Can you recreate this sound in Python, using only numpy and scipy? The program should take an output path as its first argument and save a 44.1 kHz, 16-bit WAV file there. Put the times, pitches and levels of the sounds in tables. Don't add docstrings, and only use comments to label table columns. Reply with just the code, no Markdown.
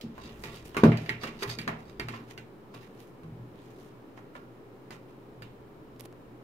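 import sys
import numpy as np
from scipy import signal
from scipy.io import wavfile

SR = 44100
rng = np.random.default_rng(int(sys.argv[2]) if len(sys.argv) > 2 else 0)


def rack_gain(trim_db):
    fader = np.asarray(trim_db, float)
    return 10 ** (fader / 20)


def file_out(sig):
    cols = np.atleast_2d(sig).T
    lim = np.clip(cols, -1, 1)
    pcm = np.round(lim * 32767).astype(np.int16)
    wavfile.write(sys.argv[1], SR, pcm)


N = 283871


def rms_one(x):
    return x / np.sqrt(np.mean(x ** 2) + 1e-20)


def at_hz(points, hz):
    curve_hz, value = np.transpose(points)
    return np.interp(np.log(hz), np.log(curve_hz), value)


def clicks(s, heights):
    out = np.full(N, 1e-18)
    out[np.round(np.asarray(s) * SR).astype(int)] = heights
    return out


def ring(x, hz, t60):
    r, w = rack_gain(-60 / (t60 * SR)), 2 * np.pi * hz / SR
    return signal.lfilter([0, np.sin(w)], [1, -2 * r * np.cos(w), r * r], x)


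def dying(x, t60):
    return signal.lfilter([1], [1, -rack_gain(-60 / (t60 * SR))], x)


def band(x, low, high):
    return signal.sosfilt(signal.butter(2, [low, high], "band", fs=SR, output="sos"), x)


def drift(rate):
    r = np.exp(-80 * np.pi * rate / SR)
    noise = rng.standard_normal(N // 40 + 2002)
    slow = signal.lfilter([1], [1, -2 * r, r * r], noise)[2000:]
    return np.interp(np.arange(N) / 40, np.arange(len(slow)), rms_one(slow))


def favour_db(hz, centre_hz, db_per_octave):
    return -db_per_octave * np.abs(np.log2(hz / centre_hz))


def late_right(pair):
    n = np.arange(N)
    return np.array([pair[0], np.interp(n - 0.00033 * SR, n, pair[1])])


def shadowed(pair, pan_db=-5.5, corner_hz=800):
    low = signal.sosfilt(signal.butter(1, corner_hz, fs=SR, output="sos"), pair)
    return low + (pair - low) * rack_gain(np.array([[pan_db], [-pan_db]]) / 2)


def swells(s, rise, fall, db):
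    t, out = np.arange(N) / SR, np.zeros(N)
    for at, up, down, level_db in zip(s, rise, fall, db):
        near = slice(max(int((at - 3 * up) * SR), 0), int((at + 3 * down) * SR))
        away = np.maximum((at - t[near]) / up, (t[near] - at) / down)
        out[near] += rack_gain(level_db - 20 * away)
    return out


EDGES = 21 * 2 ** np.arange(0, 9.7, .4)
HIGH_BANDS = list(zip(EDGES[11:], EDGES[12:]))
# (frequency [Hz], relative level [dB per Hz])
ROOM_COLOUR = [(15, -47), (25, -33), (49, -19), (92, -21), (108, 1), (166, -6), (195, -4.5), (242, -3.5),
               (373, -1.5), (607, -13.5), (1070, -13.5), (1290, -21), (2050, -25.5), (6210, -42),
               (16000, -45.5)]
# (frequency [Hz], likeness [-1 to 1])
ROOM_LIKENESS = [(60, 0.58), (180, 0.97), (550, 0.72), (1650, -0.58), (4970, -0.06), (15000, -0.05)]


def room_tone():
    noise, white = 0, rng.standard_normal((2, 2, N))
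    for k, (low, high) in enumerate(zip(EDGES, EDGES[1:])):
        hz = np.sqrt(low * high)
        mid, side = band(white[k % 2], low, high)
        alike = np.clip(at_hz(ROOM_LIKENESS, hz), 0, 1)
        gain = rack_gain(at_hz(ROOM_COLOUR, hz) + 0.22 * drift(4.8))
        noise = noise + gain * (np.sqrt(1 + alike) * mid + np.sqrt(1 - alike) * side * [[1], [-1]])
    hum_hz, hum_width_hz = 119, 5.5
    hum = band(rng.standard_normal(N), hum_hz - hum_width_hz / 2, hum_hz + hum_width_hz / 2)
    hiss = band(rng.standard_normal((2, N)), 12800, 17400)
    return rack_gain(-50.5) * rms_one(noise) + rack_gain(-62) * rms_one(hum) + rack_gain(-79.5) * rms_one(hiss)


# (time [s], level [dB])
HAND_RUMBLE = [(0.0, -80), (0.07, -57.5), (0.62, -55), (0.9, -51), (0.95, -54.5), (1.65, -61), (1.66, -58),
               (1.95, -62), (2.0, -47), (2.17, -68), (3.19, -72), (3.26, -52), (3.71, -70), (4.94, -77),
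               (5.48, -61), (6.43, -72)]


def hand():
    s, db = np.transpose(HAND_RUMBLE)
    lumps = band(rng.standard_normal(N), 28, 80) * rack_gain(1.5 * drift(8))
    return rack_gain(np.interp(np.arange(N) / SR, s, db)) * rms_one(lumps)


TAP_CHANCE_DB = 1.5
# (time [s], level [dB], dull knock [dB], bright edge [dB], favoured ring [Hz])
CLAW_TAPS = [(0.0114, -43.5, -23, -3, 3400), (0.1792, -43.5, 0, -5, 1030), (0.237, -52, -8, -4, 3630),
             (0.4376, -42, -11, -2, 1940), (0.5704, -45.5, -23, -6, 3300), (0.7455, -37.5, 3, -9, 1450),
             (0.7674, -21, -7, -6.5, 1190), (0.836, -22, 12, -5.5, 1600), (0.9185, -24, -22, -31, 2480),
             (0.972, -39, -25, -4, 2580), (1.06, -39, -12, -14.5, 2330), (1.0925, -21.5, -18.5, -15, 1920),
             (1.2393, -32.5, 9.5, -10, 2750), (1.2702, -32, -26, -15, 1060), (1.4232, -25.5, -14, -8, 1040),
             (1.4325, -33.5, 0, -17, 1040), (1.5868, -30, -9, -7.5, 2340), (1.614, -44.5, -12, -6, 2370),
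             (1.6769, -25.5, 2.5, -11.5, 1770), (1.6859, -41.5, 6.5, -31, 1030),
             (1.9968, -26, -6.5, -13, 2180), (2.085, -34, 0, -7, 1930), (2.137, -34, -7.5, -33, 1010),
             (2.377, -36, -10, -13.5, 2850), (2.74, -45, -2.5, -9, 970), (3.233, -54, -6, -2, 1070),
             (4.1758, -46, 5, -25, 1780), (4.352, -41, 0, -21, 1390), (4.9065, -41, 0, -4.5, 1860),
             (5.4212, -40.5, 2, -11, 2750), (5.679, -71, -3, -19, 1500)]
TAP_COLOUR_HZ = [750, 2000, 4700, 9000]


def tap_colour_db(hz):
    _, db, dull_db, edge_db, ring_hz = np.transpose(CLAW_TAPS)
    treble_db = edge_db + 4.1
    levels = db[:, None] + np.transpose([dull_db, 0 * db, edge_db, treble_db])
    colour = [at_hz(np.transpose([TAP_COLOUR_HZ, row]), hz) for row in levels]
    return np.array(colour) + favour_db(hz, ring_hz, 5.4)


# (frequency [Hz], t60 [s])
TAIL_T60 = [(500, 0.65), (1500, 0.32), (4000, 0.35), (8000, 0.14), (15000, 0.16)]


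def crack_and_tail(s):
    crack, tail = rng.standard_normal((2, N)), rng.standard_normal((2, 2, N))
    direct, diffuse = 0, 0
    for k, (low, high) in enumerate(HIGH_BANDS):
        hz = np.sqrt(low * high)
        luck_db = TAP_CHANCE_DB * rng.standard_normal(len(s))
        push = clicks(s, rack_gain(tap_colour_db(hz) - 0.74 * np.log2(hz / 2000) + luck_db))
        burst = dying(push, 0.0067 * (2000 / hz) ** 0.053) * crack[k % 2]
        direct = direct + band(rack_gain(12.5) * burst, low, high)
        direct = direct + band(rack_gain(-9) * push, low, high)
        wash = dying(push, at_hz(TAIL_T60, hz)) * tail[k % 2]
        diffuse = diffuse + band(rack_gain(-1.5) * wash, low, high)
    return direct, diffuse


# (frequency [Hz], relative level [dB], t60 [s])
PANE_RINGS = [(1042, 7, 0.15), (1133, 4, 0.29), (1390, -1.5, 0.37), (1800, -1, 0.11), (1930, -7, 0.2),
              (2324, -1, 0.14), (2450, -7, 0.21), (2750, -0.5, 0.15), (4020, 10, 0.06), (4710, 20, 0.048)]


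def pane_rings(s, ring_hz):
    out = 0
    for hz, mode_db, t60 in PANE_RINGS:
        near_db = np.maximum(favour_db(hz, ring_hz, 26), favour_db(hz, 2 * ring_hz, 28))
        luck_db = TAP_CHANCE_DB * rng.standard_normal(len(s))
        level_db = tap_colour_db(hz) + mode_db - 7.5 + near_db + luck_db
        out = out + ring(clicks(s, rack_gain(level_db)), hz, t60)
    return out


def clatter(s, count=48):
    out = 0
    for hz in np.geomspace(480, 7000, count) * rng.uniform(1.0, 1.02, count):
        swing = rng.standard_normal((2, len(s)))
        push = np.array([clicks(s, rack_gain(tap_colour_db(hz) - 13.5) * side) for side in swing])
        out = out + ring(push, hz, 0.31 * at_hz(TAIL_T60, hz))
    return out


def taps():
    s, *_, ring_hz = np.transpose(CLAW_TAPS)
    crack, tail = crack_and_tail(s)
    direct = crack + pane_rings(s, ring_hz)
    return shadowed(late_right([direct, direct]) + tail + clatter(s))


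# (time [s], level [dB], favoured pitch [Hz], fall [dB per octave], ring time [times])
PAW_BLOWS = [(0.038, -27.5, 215, 20.5, 1.07), (0.249, -38.5, 230, 16, 1.8), (.44, -45, 131, 0.5, 2.8),
             (0.767, -27.5, 312, 6, 1.3), (0.8345, -3, 235, 11.5, 0.68), (.852, -13, 560, 28, 1.4),
             (.866, -7, 160, 9.5, 0.55), (.895, -13, 239, 8, 0.19), (.918, -19.5, 142, 5, 0.78),
             (1.013, -26.5, 170, 12.5, 0.55), (1.089, -34, 125, 2.5, 1.27), (1.233, -36.5, 235, 11.5, 2.9),
             (1.423, -33, 402, 35, 1.7), (1.461, -31.5, 121, 9, 1.26), (1.579, -30.5, 204, 16, 1),
             (1.673, -29.5, 211, 11.5, 1.43), (1.996, -36, 308, 4, 0.98), (2.028, -37, 119, 18, 1.6),
             (2.087, -37.5, 231, 15, 3.2), (2.14, -38, 120, 11, 0.82), (2.378, -67.5, 400, -13, 0.92),
             (2.742, -44, 129, 15, 1.2), (3.237, -37.5, 160, 19, 2.8), (3.308, -35.5, 120, 13, 1.6),
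             (3.392, -38.5, 121, 20, 0.8), (4.905, -45, 300, 2, 0.45), (5.4, -41.5, 150, 7, 0.73)]
# (frequency [Hz], relative level [dB], t60 [s])
TABLE_MODES = [(91.7, -6, 0.39), (118.8, 4.5, 0.31), (160, 1.5, 0.31), (167, -20.5, 0.31),
               (195.6, -12.5, 0.57), (226.94, -1.5, 0.33), (242.2, -0.5, 0.18), (286, -20.5, 0.49),
               (300.2, -3, 0.16), (315.3, 1, 0.12), (354.2, 3, 0.11), (393, -7.5, 0.15), (402, 4, .18),
               (433, -4, 0.34), (492, -6.5, 0.23), (571, -6.5, 0.1), (606, -6.5, 0.15), (678, -7.5, 0.3),
               (702, -14.5, 0.16), (885, -1, 0.17)]


def thumps():
    hz, mode_db, t60 = np.transpose(TABLE_MODES)[:, :, None]
    t, out = np.arange(SR // 2) / SR, np.zeros(N + SR)
    swell = 1 - np.exp(-t / (0.0082 * (120 / hz) ** 2))
    chance_db = rng.standard_normal((len(PAW_BLOWS), len(TABLE_MODES), 1))
    for (s, db, spot_hz, fall_db, ring_times), luck_db in zip(PAW_BLOWS, chance_db):
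        start_db = db + mode_db - 4 + favour_db(hz, spot_hz, fall_db) + luck_db
        level_db = start_db - 60 * t / (ring_times * t60)
        at = round(s * SR)
        out[at:at + len(t)] += np.sum(swell * rack_gain(level_db) * np.sin(2 * np.pi * hz * t), axis=0)
    soft = signal.lfilter([.15], [1, -.85], out[:N])
    return signal.sosfilt(signal.butter(4, 88, "high", fs=SR, output="sos"), soft)


def echoes(x, t60=0.17, wall_hz=900):
    out, dull = np.zeros((2, N)), np.exp(-2 * np.pi * wall_hz / SR)
    for k, lag in enumerate((rng.uniform(0.021, 0.025, 12) * SR).astype(int)):
        loop, gain, state = x.copy(), rack_gain(-60 * lag / SR / t60), [0.]
        for i in range(lag, N, lag):
            back, state = signal.lfilter([gain * (1 - dull)], [1, -dull], loop[i - lag:i], zi=state)
            loop[i:i + lag] += back[:N - i]
        out[k % 2] += (loop - x) * (-1) ** (k // 2)
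    return out


# (frequency [Hz], relative level [dB], t60 [s])
SCRAPE_RINGS = [(3860, -3.5, 0.02), (4580, 5.5, 0.01), (5010, -5, 0.031), (5420, -10, 0.016),
                (6230, -5.5, 0.02)]
# (firmest time [s], rise [s], fall [s], level [dB])
CLAW_SLIDES = [(0.26, 0.088, .05, -53.5), (0.438, 0.0077, 0.11, -57), (0.564, 0.11, 0.083, -61.5),
               (1.085, .1, .012, -64), (1.228, 0.028, .07, -48.5), (1.435, 0.038, .022, -38.5),
               (1.503, .027, 0.074, -39.5), (1.898, .2, 0.24, -68.5), (2.146, .045, 0.078, -62),
               (2.748, 0.035, 0.053, -64), (4.915, .006, 0.045, -80)]


def claw_slides(grains):
    rings = sum(rack_gain(db) * ring(grains[1, 1:], hz, t60) for hz, db, t60 in SCRAPE_RINGS)
    return swells(*np.transpose(CLAW_SLIDES)) * rms_one(rings)


def brush_noise(grains, colour):
    out = 0
    for k, (low, high) in enumerate(HIGH_BANDS):
        shared, *own = band(grains[k % 2], low, high)
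        gain = rack_gain(at_hz(colour, np.sqrt(low * high)) + 2.34 * drift(9.8))
        out = out + gain * (shared + 1.9 * np.array(own))
    return rms_one(out)


# (firmest time [s], rise [s], fall [s], body level [dB], hiss level [dB])
BRUSH_STROKES = [(0.26, 0.16, 0.19, -53, -64), (0.425, 0.09, .02, -83, -60),
                 (0.438, 0.0037, 0.11, -43, -50.5), (0.564, 0.042, 0.056, -62, -53),
                 (0.654, 0.011, 0.052, -77, -48), (0.735, 0.2, 0.016, -63.5, -80),
                 (1.05, 0.32, 0.26, -55, -63), (1.237, 0.03, 0.093, -42, -54),
                 (1.436, 0.041, 0.013, -39.5, -46.5), (1.492, 0.066, 0.083, -45, -50),
                 (1.806, 0.022, 0.024, -57, -67), (1.898, 0.22, 0.25, -69, -74),
                 (2.146, 0.068, 0.11, -50.5, -62), (2.31, 0.044, 0.048, -56.5, -59.5),
                 (2.747, 0.013, 0.088, -51.5, -63), (2.828, 0.023, 0.091, -57.5, -64.5),
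                 (3.005, 0.077, 0.12, -65.5, -62), (3.6, 0.11, 0.7, -70, -77),
                 (3.87, 0.51, 0.073, -77, -68.5), (4.182, 0.018, .025, -59, -69.5),
                 (4.352, 0.012, 0.092, -60, -68), (4.921, 0.0088, 0.061, -49, -60),
                 (5.092, .02, 0.076, -69, -74), (5.999, .006, 0.026, -60, -56),
                 (6.061, 0.061, 0.0046, -68, -57)]
# (frequency [Hz], relative level [dB per Hz])
BODY_COLOUR = [(500, 5), (1500, 2.5), (3000, 5.5), (4000, -6), (6000, -5), (8000, -61)]
# (frequency [Hz], relative level [dB per Hz])
HISS_COLOUR = [(3000, -10), (6000, -10), (9000, -10), (13000, -5), (16000, -18)]


def brushing():
    *shape, body_db, hiss_db = np.transpose(BRUSH_STROKES)
    body, hiss = swells(*shape, body_db), swells(*shape, hiss_db)
    grain_db = 4.2 * np.minimum(rng.exponential(1, N), 6) + 2.2 * drift(80)
    grains = rng.standard_normal((2, 3, N)) * rack_gain(grain_db)
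    out = claw_slides(grains)
    out = out + body * brush_noise(grains, BODY_COLOUR) + hiss * brush_noise(grains, HISS_COLOUR)
    slips = rms_one(grains[0, 1:]) * body
    rings = sum(ring(slips * rack_gain(at_hz(BODY_COLOUR, hz) - 41.5), hz, t60) for hz, _, t60 in PANE_RINGS)
    return shadowed(late_right(out + rings))


# (time [s], snap level [dB], left minus right [dB], upper edge [Hz], dull push level [dB])
FINGER_TICKS = [(5.963, -43, -7, 6000, -57), (5.9968, -32, -11, 13900, -48),
                (6.0082, -28.5, -24, 15500, -41), (6.0568, -40, -26, 15000, -39),
                (6.127, -44, 12, 6870, -44)]


def ticks():
    t, out = np.arange(SR // 50) / SR, np.zeros((2, N))
    for s, db, pan_db, top_hz, push_db in FINGER_TICKS:
        rattle = .12 * rack_gain(-60 * t / .005) * rng.standard_normal(len(t))
        snap = band(rack_gain(db) * ((t == 0) + rattle), 440, min(top_hz, 16000))
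        push = rack_gain(push_db - 60 * t / 0.0071) * np.cos(2 * np.pi * 600 * t)
        at = round(s * SR)
        out[:, at:at + len(t)] = push + snap * rack_gain(np.array([[pan_db], [-pan_db]]) / 2)
    return out


def scene():
    low = thumps()
    room = signal.sosfilt(signal.butter(2, 300, "high", fs=SR, output="sos"), echoes(low))
    return low + rack_gain(-7.0) * room + taps() + brushing() + ticks() + room_tone() + hand()


def top_cut(x):
    return signal.sosfilt(signal.butter(12, 16650, fs=SR, output="sos"), x)


def record(dry):
    rounded = 0.95 * np.tanh(dry / 0.93)
    cut = signal.sosfilt(signal.cheby2(10, 25, 16000, fs=SR, output="sos"), rounded)
    return top_cut(cut - .0006)


dry = scene()
out = record(dry)
file_out(out)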